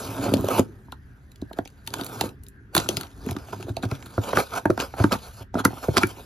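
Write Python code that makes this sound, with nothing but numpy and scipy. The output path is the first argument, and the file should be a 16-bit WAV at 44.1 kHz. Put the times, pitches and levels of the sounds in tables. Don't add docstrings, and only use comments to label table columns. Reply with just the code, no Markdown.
import sys
import numpy as np
from scipy import signal
from scipy.io import wavfile
from scipy.ndimage import uniform_filter1d

SR = 44100
rng = np.random.default_rng(int(sys.argv[2]) if len(sys.argv) > 2 else 0)


def wav_record(signal):
    frames = np.transpose(np.atleast_2d(signal))
    bounded = np.clip(frames, -1, 1)
    quanta = np.round(bounded * 32767).astype(np.int16)
    wavfile.write(sys.argv[1], SR, quanta)


def convert_level_to_amplitude(level_db):
    exponent = np.asarray(level_db, float) / 20
    return 10 ** exponent


N = 275620

# frequency in Hz, level in dB per Hz.
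ROOM_TONE_DB_PER_HZ = [(18, -41), (30, -41), (43, -30), (68, 2), (93, -17), (122, -1), (148, -24.5),
                       (195, -16), (300, -26), (478, -50), (1140, -39.5), (1620, -26), (2270, -43.5),
                       (12600, -72.5), (16400, -72.5)]
# frequency in Hz, likeness from 0 to 1.
ROOM_TONE_LIKENESS = [(60, 1), (290, 0.76), (640, 0.3), (1400, 0.14), (3100, 0.23), (5500, 0.63),
                      (15000, 0.55)]

# frequency in Hz, width in Hz, level in dB.
CARTON_MODES = [(101.9, 16.6, 6), (139, 92, -2), (253, 88, 1.5), (277.6, 31.4, 4), (332, 35, -3.5),
                (412, 53, -5.5)]
# frequency in Hz, width in Hz, level in dB.
FLAP_MODES = [(543, 143, 4.5), (746, 108, 4.5), (947, 300, 0), (1280, 68, 3.5), (1480, 89, 0.5),
              (2590, 180, -17.5)]
# frequency in Hz, level in dB.
FIZZ_DB = [(1500, -58.5), (2000, -4), (2500, -1), (3200, 1), (4300, 1.5), (5600, -3.5), (7000, 0.5),
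           (9000, -2), (12500, -6.5), (16000, -11.5), (16900, -39)]

# time in seconds, pressure in dB, lean into the hollow box in dB.
FIRST_CUT = [
    (0, -40, -0.5),
    (.15, -41.5, 3),
    (.23, -46, 14),
    (.31, -41.5, 14),
    (.42, -43.5, 16.5),
    (.5, -44, 9),
    (.59, -38, 9),
    (.625, -59, 17),
    (.96, -72.5, 12),
]
# time in seconds, pressure in dB, lean in dB.
SECOND_CUT = [
    (1.85, -63.5, 1),
    (1.95, -47, 7),
    (2.151, -41, 2),
    (2.268, -44.5, 11),
    (2.359, -70, 11),
    (2.739, -78, 21.5),
]
# time in seconds, pressure in dB, lean in dB.
HANDS = [(2.84, -46, 3), (2.95, -44.5, 8), (3.1, -61.5, 3), (3.25, -56.5, 12), (3.42, -59.5, -1),
         (3.58, -54.5, 13), (3.75, -59, 15.5), (3.98, -60.5, 8), (4.15, -50.5, 4), (4.471, -51, -12),
         (4.63, -57, 11.5), (5.2, -54.5, -12.5), (5.421, -53.5, -2), (5.46, -75, 17), (5.531, -94, 33),
         (5.701, -53, -7), (5.9, -46, -3), (6.25, -56.5, 4)]
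# fizz over pressure in dB, top octave over fizz in dB.
DRAG_GRIT_DB = [
    (-5.5, -13),
    (-7.5, -13),
    (-3, -15),
]
# peak time in seconds, rise in seconds, fall in seconds, scrape in dB, squeak in Hz.
RUBS = [(0.29, 0.078, 0.017, -34.5, 3730), (1.584, 0.014, 0.003, -47, 800),
        (3.495, 0.055, 0.018, -57, 3600), (4.375, 0.027, .03, -28, 540), (4.57, 0.026, 0.025, -36.5, 1560),
        (4.3, 0.057, 0.023, -42, 550), (4.4, 0.013, 0.015, -35, 890), (2.252, .015, 0.02, -37, 480),
        (2, 0.0051, 0.0079, -49, 1000), (0.247, 0.055, 0.025, -38, 680), (5.78, 0.013, 0.011, -44, 1300),
        (6.191, 0.0083, 0.028, -51, 1070), (2.009, 0.041, 0.016, -45.5, 3800),
        (2.239, 0.02, 0.022, -63.5, 4170), (3.53, 0.003, 0.014, -39, 1000), (0.55, 0.04, 0.04, -38, 1300),
        (2.77, 0.025, 0.013, -46, 2600), (3.42, 0.056, 0.045, -58.5, 1520), (3.61, 0.015, .015, -60, 1350),
        (4.0, .04, 0.034, -64, 2000), (5.121, 0.0096, 0.017, -31, 1390), (5.843, 0.012, 0.014, -42, 1450),
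        (3.69, 0.014, 0.013, -45.5, 4900), (4.99, 0.018, 0.07, -34.5, 2160),
        (5.558, 0.014, 0.023, -39, 2000), (5.601, 0.021, 0.013, -28, 4370),
        (5.648, 0.006, 0.014, -29.5, 6000), (5.98, .016, 0.0092, -22, 5900)]
# peak time in seconds, rise in seconds, fall in seconds, scrape in dB, squeak in Hz.
TEARS = [(.53, 0.05, 0.059, -32.5, 3050), (.59, 0.012, 0.0086, -33, 2600),
         (2.785, 0.028, 0.035, -31.5, 4780), (3.03, 0.031, 0.03, -48, 4600),
         (3.323, 0.064, 0.0072, -42.5, 6740), (3.838, 0.0089, 0.016, -33, 4640),
         (3.95, 0.043, 0.013, -42.5, 3470), (4.271, 0.041, 0.062, -41.5, 3300),
         (4.385, 0.025, 0.043, -32.5, 2530), (4.565, 0.04, 0.022, -35, 2520),
         (2.905, 0.012, 0.017, -38, 2200), (4.8, 0.0085, 0.044, -28, 3320),
         (5.127, 0.0096, 0.026, -26.5, 2660), (5.26, 0.03, 0.038, -49, 4500),
         (5.43, 0.032, 0.0042, -50.5, 4420), (5.834, 0.0045, 0.021, -43, 2700),
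         (6.025, 0.014, 0.014, -25, 2570), (6.099, 0.023, 0.019, -45, 3280)]

# time in seconds, peak in dB, ringing in Hz.
BLADE_SNAPS = [(.2743, -35, 3850), (0.3381, -11, 4900), (0.369, -25, 3380), (0.4856, -19, 3460),
               (0.5942, -15, 2470), (0.9211, -26, 4370), (1.3172, -42, 4070), (1.358, -42, 3370),
               (1.416, -37.5, 4350), (1.5865, -29, 4470), (1.652, -35.5, 3650), (1.675, -32.5, 4640),
               (1.7015, -47, 3150), (1.874, -17, 4600), (1.9038, -32, 5070), (1.938, -16.5, 4900),
               (1.9839, -31, 2890), (1.998, -34, 3570), (2.011, -22.5, 4740), (2.0357, -29.5, 4350),
               (2.2098, -8, 2810), (2.2902, -34.5, 3300), (2.465, -40, 6470), (2.7775, -5, 4560),
               (2.8887, -5.5, 6320), (2.969, -9.5, 5100)]
# time in seconds, peak in dB, ringing in Hz.
BOARD_SNAPS = [(3.032, -25, 4630), (3.068, -38.5, 3060), (3.1143, -47, 2640), (3.2874, -30, 3240),
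               (3.3651, -29.5, 3500), (3.526, -41, 3160), (3.5318, -36, 3440), (3.608, -38, 2580),
               (3.6264, -35.5, 3230), (3.7666, -20, 4550), (3.826, -29.5, 4400), (3.8513, -34, 2530),
               (3.913, -25, 2560), (4.0248, -34, 3300), (4.3584, -34, 2600), (4.368, -27, 2670),
               (4.7022, -24, 2530), (4.7757, -26, 2420), (4.8007, -16.5, 3060), (5.0395, -22, 2400),
               (5.1264, -12.5, 4700), (5.5422, -31.5, 2420), (5.9687, -5, 2430), (5.9758, -8, 5900),
               (5.98, -6, 5300), (6.033, -17.5, 2780)]
# time in seconds, peak in dB, ringing in Hz.
TAPE_SNAPS = [(0.445, -28, 2420), (1.8645, -38, 4350), (2.064, -19.5, 4630), (2.258, -30, 6300),
              (2.75, -4.5, 4370), (2.7645, -6, 4460), (3.01, -20.5, 4430), (3.263, -29.5, 2770),
              (3.31, -23.5, 6900), (3.889, -40, 6520), (4.0596, -32.5, 4600), (4.064, -39, 3770),
              (4.331, -41, 2490), (4.655, -26, 2480), (5.6502, -3.5, 7800)]
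# time in seconds, peak in dB, ringing in Hz.
GLUE_TICKS = [
    (0.409, -28.5, 2400),
    (1.529, -39, 4330),
    (2.045, -22.5, 4220),
    (2.435, -36.5, 7000),
    (2.4845, -33, 4300),
    (4.178, -57, 2520),
    (6.07, -25, 2600),
]
SNAP_TOP_DB = (-13.5, -21.5, -5.5, 10.5)
# time in seconds, peak in dB, ringing in
# Hz.
CLICKS = [(.0737, -33, 2900), (1.531, -35, 4300), (1.939, -22, 3700), (3.308, -32, 2700),
          (3.328, -36, 3800), (3.626, -30, 2870), (3.853, -33, 4600), (3.386, -38, 2950),
          (3.497, -42, 4500), (3.692, -38, 3800), (3.95, -37, 3600), (4.068, -37, 4300)]
# time in seconds, peak in dB, ringing in Hz.
CRACKLES = [(1.656, -34, 3400), (2.8, -17, 2210), (3.29, -41, 5000), (3.35, -46, 3200), (3.384, -43, 3000),
            (3.525, -35, 3020), (3.837, -38, 4300), (4.2377, -31, 3240), (4.292, -42, 2560),
            (4.3709, -15, 2580), (4.386, -21.5, 2520), (4.5067, -36, 2510), (4.808, -20, 3060),
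            (4.978, -40, 2260), (5.0952, -41, 2420), (5.1152, -38, 2230), (5.1202, -17, 2530),
            (5.139, -38, 3000)]

# time in seconds, knock peak in dB,
# boom in dB, knock pitch in Hz.
KNOCKS = [(.261, -15, -26, 563.5), (.318, -22, -24, 544), (.336, -10, -12.5, 576),
          (0.361, -20, -19, 600), (.441, -14, -25.5, 570), (0.485, -13, -36, 590),
          (0.592, -7, -10.5, 543), (0.883, -41.5, -48, 946), (0.924, -26, -41.5, 1016),
          (1.421, -33.5, -25, 616), (1.51, -31, -40, 640), (1.587, -13.5, -23.5, 700),
          (1.877, -31.5, -44, 920), (1.906, -40.5, -45, 565), (1.938, -20.5, -42.5, 1010),
          (2.012, -25.5, -28, 715), (2.211, -13.5, -30.5, 845), (2.237, -21.5, -26.5, 537),
          (2.75, -10.5, -22.5, 1515), (2.766, -7, -28, 1406), (2.889, -17, -23, 573),
          (3.265, -22, -22.5, 456), (3.364, -26, -25, 1220), (3.532, -25.5, -52, 954),
                (3.833, -22, -22.5, 820), (4.062, -36, -49, 1480), (4.331, -10, -26, 554),
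                (4.371, -5, -17, 1430), (4.654, -8.5, -14, 880), (4.696, -16, -13, 543),
                (4.776, -14, -30.5, 746), (4.938, -23.5, -42, 814), (5.04, -10.5, -8, 1550),
                (5.12, -17, -20, 1280), (5.541, -20, -30, 780), (5.552, -15.5, -19, 697),
                (5.569, -21, -23, 640), (5.652, -3.5, -10.5, 1260), (5.968, -4.5, -18.5, 1320),
                (5.981, -10.5, -19, 1025), (6.034, -14.5, -14, 1480)]
# time in seconds, knock peak in dB, boom in dB, boom pitch in Hz.
THUMPS = [(0.389, -30, -25, 80.2), (2.775, -40, -23.5, 157), (2.97, -30.5, -31.5, 153.8),
          (3.291, -34, -29, 112), (3.313, -30, -25, 98), (3.643, -56, -33, 89), (3.698, -33, -24, 99),
          (3.768, -20.5, -32, 84), (3.852, -28, -24, 105.6), (3.918, -29.5, -25, 133),
          (4.178, -16, -19, 100), (5.0, -15, -14, 96.5), (5.406, -39, -35, 86), (5.73, -52, -36, 151),
          (5.885, -20, -18.5, 144)]
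# time in seconds, knock peak in dB, boom in dB, knock pitch in Hz.
TAPS = [(1.534, -39, -45, 445), (1.656, -36, -45.5, 780), (2.778, -24, -24, 1460), (2.86, -29, -49, 1370),
        (2.973, -26, -44, 1370), (2.99, -52, -56, 1450), (3.01, -27, -38.5, 1430), (3.035, -33, -48, 1450),
        (3.247, -33, -41, 450), (3.289, -26.5, -28, 790), (3.316, -27, -36, 700), (3.35, -36, -34, 546),
        (3.484, -35, -61, 746), (3.597, -38, -43, 668), (3.626, -33, -47, 795), (3.667, -30, -51, 445),
        (3.681, -28, -32, 598), (3.692, -30, -39, 880), (3.789, -40, -38, 635), (3.801, -43, -46, 1250),
        (3.914, -23, -33, 1359), (4.027, -36, -53, 1140), (4.179, -14.5, -27.5, 500),
        (4.388, -13.5, -41, 808), (4.704, -14.5, -24.5, 606), (5.15, -23.5, -29.5, 867),
        (5.653, -12, -47, 1996), (5.705, -31, -40, 764), (5.73, -28.5, -49, 810), (5.772, -33, -44, 1240),
        (5.838, -26, -60, 1450), (5.883, -10.5, -20, 500), (5.94, -28, -37, 825), (5.95, -29, -36, 600),
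        (6.033, -6.5, -30, 2330), (6.169, -41, -43, 910)]
# time in seconds, knock peak in dB, boom in dB, knock pitch in Hz.
SECOND_TAPS = [(.281, -20, -34, 720), (.503, -21, -33, 520), (1.511, -33, -50, 900),
               (1.938, -24, -50, 1300), (3.529, -23, -30, 1000), (3.833, -27, -45, 1250),
               (4.178, -18, -24, 1150), (4.372, -9, -40, 560), (4.805, -22, -50, 1600),
               (5.041, -13, -30, 560), (5.653, -11, -40, 500), (1.587, -19, -40, 1100),
               (4.331, -17, -45, 1350), (4.702, -16, -30, 1150), (4.799, -17, -40, 700),
               (4.938, -30, -55, 1350), (4.999, -24, -40, 1300), (5.117, -18, -40, 1280),
               (5.6, -28, -24, 1000), (5.678, -30, -23, 800)]
# time in seconds, boom pitch in Hz.
HOLLOW_HZ = [(.335, 270), (.361, 246), (.441, 367), (.592, 260), (1.42, 280), (2.239, 275), (2.753, 333),
             (2.888, 340), (3.265, 242), (3.367, 288), (3.53, 409), (3.833, 262), (4.329, 396), (4.37, 386),
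             (4.655, 306), (4.697, 340), (4.776, 247), (5.041, 303), (5.124, 231), (5.552, 257),
             (5.652, 283), (5.967, 350), (5.98, 248), (6.033, 350)]

# frequency in Hz, T60 in seconds.
ROOM_T60_S = [(100, 0.22), (500, 0.14), (2000, 0.11), (8000, 0.11)]
# frequency in Hz, left minus right in dB.
PORT_DB = [(120, 0.5), (330, -0.5), (500, 0), (770, -7.5), (1170, -4), (1790, 1), (2740, 3.5), (4190, 2.5),
           (6000, 0)]
# frequency in Hz, lead of the left port in radians.
PORT_TURN_RAD = [(0, 0), (500, -.2), (1100, .6), (2500, .5), (4800, .35), (5600, -.9), (6800, -1.4),
                 (7600, -3.07), (9000, -3.21), (10200, -5), (11300, -6.15), (12500, -6.4), (13600, -7.6),
                 (14500, -9.33), (17000, -9.45)]
# time in seconds, extra middle-band phase in radians.
SWAY_RAD = [(0, 0.21), (1.9, 0.76), (2.9, 1), (3.6, 0.13), (4.6, 0.54), (5.5, 0.35), (6.0, 0.75)]

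LEAD = 600


def evened(x):
    return x / np.sqrt(np.mean(x ** 2) + 1e-20)


def peaked(x):
    return x / (abs(x).max() + 1e-12)


def read(points, hz):
    f, value = np.transpose(points)
    return np.interp(np.log(hz + 1), np.log(f + 1), value)


def add(mix, s, sound):
    part = mix[round(s * SR):][:len(sound)]
    part += sound[:len(part)]


def no_bass(x, hz):
    return signal.sosfilt(signal.butter(2, hz, "high", fs=SR, output="sos"), x)


def no_treble(x, hz):
    return signal.sosfilt(signal.butter(2, hz, fs=SR, output="sos"), x)


def top_of(x):
    return signal.sosfiltfilt(signal.butter(2, 8300, "high", fs=SR, output="sos"), x)


def ring(x, modes):
    out = 0
    for k, (hz, width_hz, db) in enumerate(modes):
        pole = np.exp((-np.pi * width_hz + 2j * np.pi * hz) / SR)
        mode = signal.lfilter([1], [1, -pole], x).imag
        out = out + (-1) ** k * convert_level_to_amplitude(db) * (1 - abs(pole)) * mode
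    return out


def causal(points):
    log_gain = np.log(convert_level_to_amplitude(read(points, abs(np.fft.fftfreq(2048, 1 / SR)))))
    phase = -signal.hilbert(log_gain).imag
    return np.fft.ifft(np.exp(log_gain + 1j * phase)).real[:512]


def clumps(seconds):
    size = int(seconds * SR)
    drift = uniform_filter1d(rng.standard_normal(N), size=size)
    return evened(uniform_filter1d(drift, size=size))


def patchy(x, depth_db, bins, frames=24):
    z = signal.stft(x, nperseg=256, noverlap=192)[2]
    field = rng.standard_normal(z.shape[::-1]).T
    for _ in range(2):
        field = uniform_filter1d(field, size=int(bins), axis=0)
        field = uniform_filter1d(field, size=frames, axis=1)
    z = z * convert_level_to_amplitude(depth_db * evened(field))
    return evened(signal.istft(z, nperseg=256, noverlap=192)[1][:N])


def room_tone(level_db=-47.5, swell_db=2.5):
    frames, hz = N // 512 + 5, np.fft.rfftfreq(2048, 1 / SR)
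    a, b, c, d, patches = rng.standard_normal((frames, 1025, 5)).T
    patches = uniform_filter1d(patches, size=14, axis=0)
    patches = evened(uniform_filter1d(patches, size=8, axis=1))
    same = np.clip(read(ROOM_TONE_LIKENESS, hz), -1, 1)[:, None]
    left, other = a + 1j * b, c + 1j * d
    z = np.array([left, same * left + np.sqrt(1 - same ** 2) * other])
    z = z * convert_level_to_amplitude(read(ROOM_TONE_DB_PER_HZ, hz)[:, None] + swell_db * patches)
    return convert_level_to_amplitude(level_db) * evened(signal.istft(z, nperseg=2048, noverlap=1536)[1][:, :N])


def drag_levels(t, lean_dulls=0.12):
    drags = zip((FIRST_CUT, SECOND_CUT, HANDS), DRAG_GRIT_DB)
    rows = [point + grit for drag, grit in drags for point in drag]
    s, press_db, lean_db, fizz_db, top_db = np.transpose(rows)
    fizz_db = press_db + fizz_db - lean_dulls * lean_db
    levels_db = press_db, press_db + lean_db, fizz_db, fizz_db + top_db
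    return [convert_level_to_amplitude(np.interp(t, s, db)) for db in levels_db]


def fibre_slips(slips_per_s=3500, spread_db=2.5, clump_db=1.7, smooth=0.57):
    size = convert_level_to_amplitude(spread_db * np.minimum(rng.exponential(1, N), 4)) * rng.choice([-1, 1], N)
    slips = evened(size * (rng.random(N) < slips_per_s / SR))
    slips = slips + smooth * rng.standard_normal(N)
    return slips * convert_level_to_amplitude(clump_db * clumps(0.0088))


def rubbing(squeak_db=9.5, boom_share_db=-3.5, rub_fizz_db=-4.5, tear_fizz_db=0.2):
    t = np.arange(N) / SR
    slips = fibre_slips()
    scrape = patchy(no_bass(ring(slips, FLAP_MODES), 460), depth_db=2.0, bins=2.7)
    boom = evened(no_bass(ring(slips * convert_level_to_amplitude(3.34 * clumps(0.0037)), CARTON_MODES), 73))
    fizz = patchy(signal.oaconvolve(slips, causal(FIZZ_DB))[:N], depth_db=3.5, bins=2)
    top = top_of(fizz)
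    scrape_gain, boom_gain, fizz_gain, top_gain = drag_levels(t)
    out = scrape * scrape_gain + boom * boom_gain
    out = out + evened(fizz - top) * fizz_gain + evened(top) * convert_level_to_amplitude(12.5) * top_gain

    upper_boom = no_bass(boom, 170)
    strokes = [row + (rub_fizz_db,) for row in RUBS] + [row + (tear_fizz_db,) for row in TEARS]
    for peak_s, rise_s, fall_s, scrape_db, squeak_hz, fizz_db in strokes:
        near = slice(round((peak_s - .15) * SR), round((peak_s + .15) * SR))
        late = t[near] - peak_s
        pressure = np.exp(-(late / np.where(late < 0, rise_s, fall_s)) ** 2)
        top_share = convert_level_to_amplitude(14.5) * top_gain[near] / fizz_gain[near]
        squeak = fizz[near] + (top_share - 1) * top[near]
        squeak = squeak + ring(fizz[near], [(squeak_hz, 350, squeak_db)])
        body = scrape[near] + convert_level_to_amplitude(boom_share_db) * upper_boom[near]
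        if squeak_hz < 1900:
            body = body + ring(scrape[near], [(squeak_hz, 170, 12.0)])
        stroke = convert_level_to_amplitude(scrape_db) * body + convert_level_to_amplitude(scrape_db + fizz_db - 5.0) * squeak
        add(out, t[near][0], pressure * stroke)
    return out


def burst(chance, length_s, tail_db, rise_s, tail_s=0.006):
    t = np.arange(chance.shape[1]) / SR
    run = chance[0] * np.exp(-(t / max(length_s, .0004)) ** 2) * convert_level_to_amplitude(1.3 * chance[1])
    rustle = convert_level_to_amplitude(tail_db) * chance[2] * np.exp(-t / tail_s)
    return (run + rustle) * (1 - np.exp(-t / rise_s))


def crack(row, chance, strain_s=0.003, strain_db=-23):
    s, peak_db, top_db, hz = row
    growth = np.exp((np.arange(LEAD) - LEAD) / SR / strain_s)
    strain = convert_level_to_amplitude(strain_db) * chance[0, -LEAD:] * growth
    length_s = .0022 * np.exp(.15 * chance[1, 2])
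    fibres = np.append(strain, burst(chance, length_s, tail_db=-15.5, rise_s=0.00087))
    snap = np.convolve(fibres, causal([(800, -28.5)] + FIZZ_DB[1:]))[:len(fibres)]
    top = top_of(snap)
    scraps = [(hz, 300, 12.0)] + [(4200 * np.exp(0.35 * c), 260, 7.0) for c in chance[1, :2]]
    return convert_level_to_amplitude(peak_db) * peaked(snap - top + ring(snap, scraps) + convert_level_to_amplitude(top_db + 14.0) * top)


def all_snaps():
    kinds = zip((BLADE_SNAPS, BOARD_SNAPS, TAPE_SNAPS, GLUE_TICKS), SNAP_TOP_DB)
    return sorted((s, db, top_db, hz) for kind, top_db in kinds for s, db, hz in kind)


def spread(x, pole=0.8994, count=4):
    return signal.sosfilt([[-pole, 1, 0, 1, -pole, 0]] * count, x)


def knock(row, chance, boom_width_hz=44, knock_width_hz=100, uneven_db=3.5, away_db=15.0, boom_lag_s=0.0016):
    s, knock_db, boom_db, knock_hz, boom_hz = row
    t = np.arange(chance.shape[1]) / SR
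    modes = []
    for (hz, width_hz, db), c in zip(FLAP_MODES, chance[1]):
        octaves = abs(np.log2(hz / knock_hz))
        if octaves > 1 / 8:
            modes.append((hz, 3.57 * width_hz, db + uneven_db * c - away_db * octaves))
    rise_s = 0.0016 if boom_hz < 200 else 0.00052
    blow = burst(chance, 0.0023, tail_db=-11.0, rise_s=rise_s)
    struck = abs(blow) * np.exp(-t * knock_hz * 4)
    panel = ring(blow, modes) + ring(struck, [(knock_hz, knock_width_hz, 18.0)])
    panel = no_treble(no_treble(panel, 3.04 * knock_hz), 3.04 * knock_hz)
    panel = peaked(no_bass(panel, 0.52 * knock_hz))

    push = np.exp(-((t - boom_lag_s) / 0.00048) ** 2)
    boom = ring(push, CARTON_MODES + [(boom_hz, boom_width_hz, 10.0)])
    boom = no_bass(no_bass(boom, 79), 39)
    boom = peaked(no_treble(boom, 1100))
    return spread(convert_level_to_amplitude(knock_db) * panel + convert_level_to_amplitude(boom_db + 5.0) * boom)


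def hollow(knocks):
    return [row + (np.interp(row[0], *np.transpose(HOLLOW_HZ)),) for row in knocks]


def all_knocks(thump_panel_hz=673):
    thumps = [(s, knock_db, boom_db, thump_panel_hz, hz) for s, knock_db, boom_db, hz in THUMPS]
    return sorted(hollow(KNOCKS) + thumps)


def room(x):
    taps = np.zeros((2, SR // 2))
    at = np.arange(120, SR // 2 - 20, 20)
    at = at + rng.integers(0, 20, (2, len(at)))
    np.put_along_axis(taps, at, rng.choice([-1., 1.], at.shape), 1)
    hz, t, z = signal.stft(taps, SR, nperseg=256)
    apart = np.clip(np.minimum(.7 + hz / 900, (7000 - hz) / 1500), .07, 1)[:, None]
    z = np.array([z[0], apart * z[1] + np.sqrt(1 - apart ** 2) * z[0]])
    decay = convert_level_to_amplitude(-60 * t / np.maximum(read(ROOM_T60_S, hz), .02)[:, None])
    tail = signal.istft(z * decay, SR, nperseg=256)[1]
    return signal.fftconvolve(x[None], tail / np.linalg.norm(tail[0]), axes=1)[:, :N]


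def scene():
    carton, lean = rubbing(), np.zeros(N)
    clicks = [(s, db, -18, hz) for s, db, hz in CLICKS]
    crackles = [(s, db, -41, hz) for s, db, hz in CRACKLES]
    groups = (all_knocks(), all_snaps()), (hollow(TAPS), crackles), (hollow(SECOND_TAPS), clicks)
    for knocks, snaps in groups:
        for row, chance in zip(knocks, rng.standard_normal((len(knocks), 3, 4000))):
            add(carton, row[0], knock(row, chance))
        for row, chance in zip(snaps, rng.standard_normal((len(snaps), 3, 4000))):
            snap = crack(row, chance)
            add(carton, row[0] - LEAD / SR, snap)
            add(lean, row[0] - LEAD / SR, np.sign(chance[1, 3]) * snap)
    lean = -convert_level_to_amplitude(-11) * (lean - .15 * top_of(lean))
    return carton + np.array([lean, -lean]) + convert_level_to_amplitude(-12) * room(carton) + room_tone()


def ports(x):
    hz, t, z = signal.stft(x, SR, nperseg=1024, noverlap=768)
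    middle = np.exp(-(np.log((hz + 1) / 2200) / .8) ** 2) * (hz < 6500)
    sway = np.outer(middle, np.interp(t, *np.transpose(SWAY_RAD)))
    turn = np.interp(hz, *np.transpose(PORT_TURN_RAD))[:, None] + sway
    wander = evened(uniform_filter1d(rng.standard_normal(len(t)), size=16))
    turn = turn * (1 + .008 * np.outer(hz > 6500, wander))
    shade = convert_level_to_amplitude(read(PORT_DB, hz) * (hz < 6000) / 2)[:, None]
    half = shade * np.exp(.5j * turn)
    return signal.istft(z * np.array([half, 1 / half]), SR, nperseg=1024, noverlap=768)[1][:, :N]


def roll_off(x):
    return signal.sosfilt(signal.butter(12, 16520, fs=SR, output="sos"), x)


def record(dry):
    low_pass = signal.firwin(511, 16100, window=("kaiser", 9), fs=SR)
    heard = signal.oaconvolve(ports(dry), low_pass[None], "same")
    heard = heard / (1 + abs(heard) ** 6) ** (1 / 6)
    return roll_off(heard)


dry = scene()
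out = record(dry)
wav_record(out)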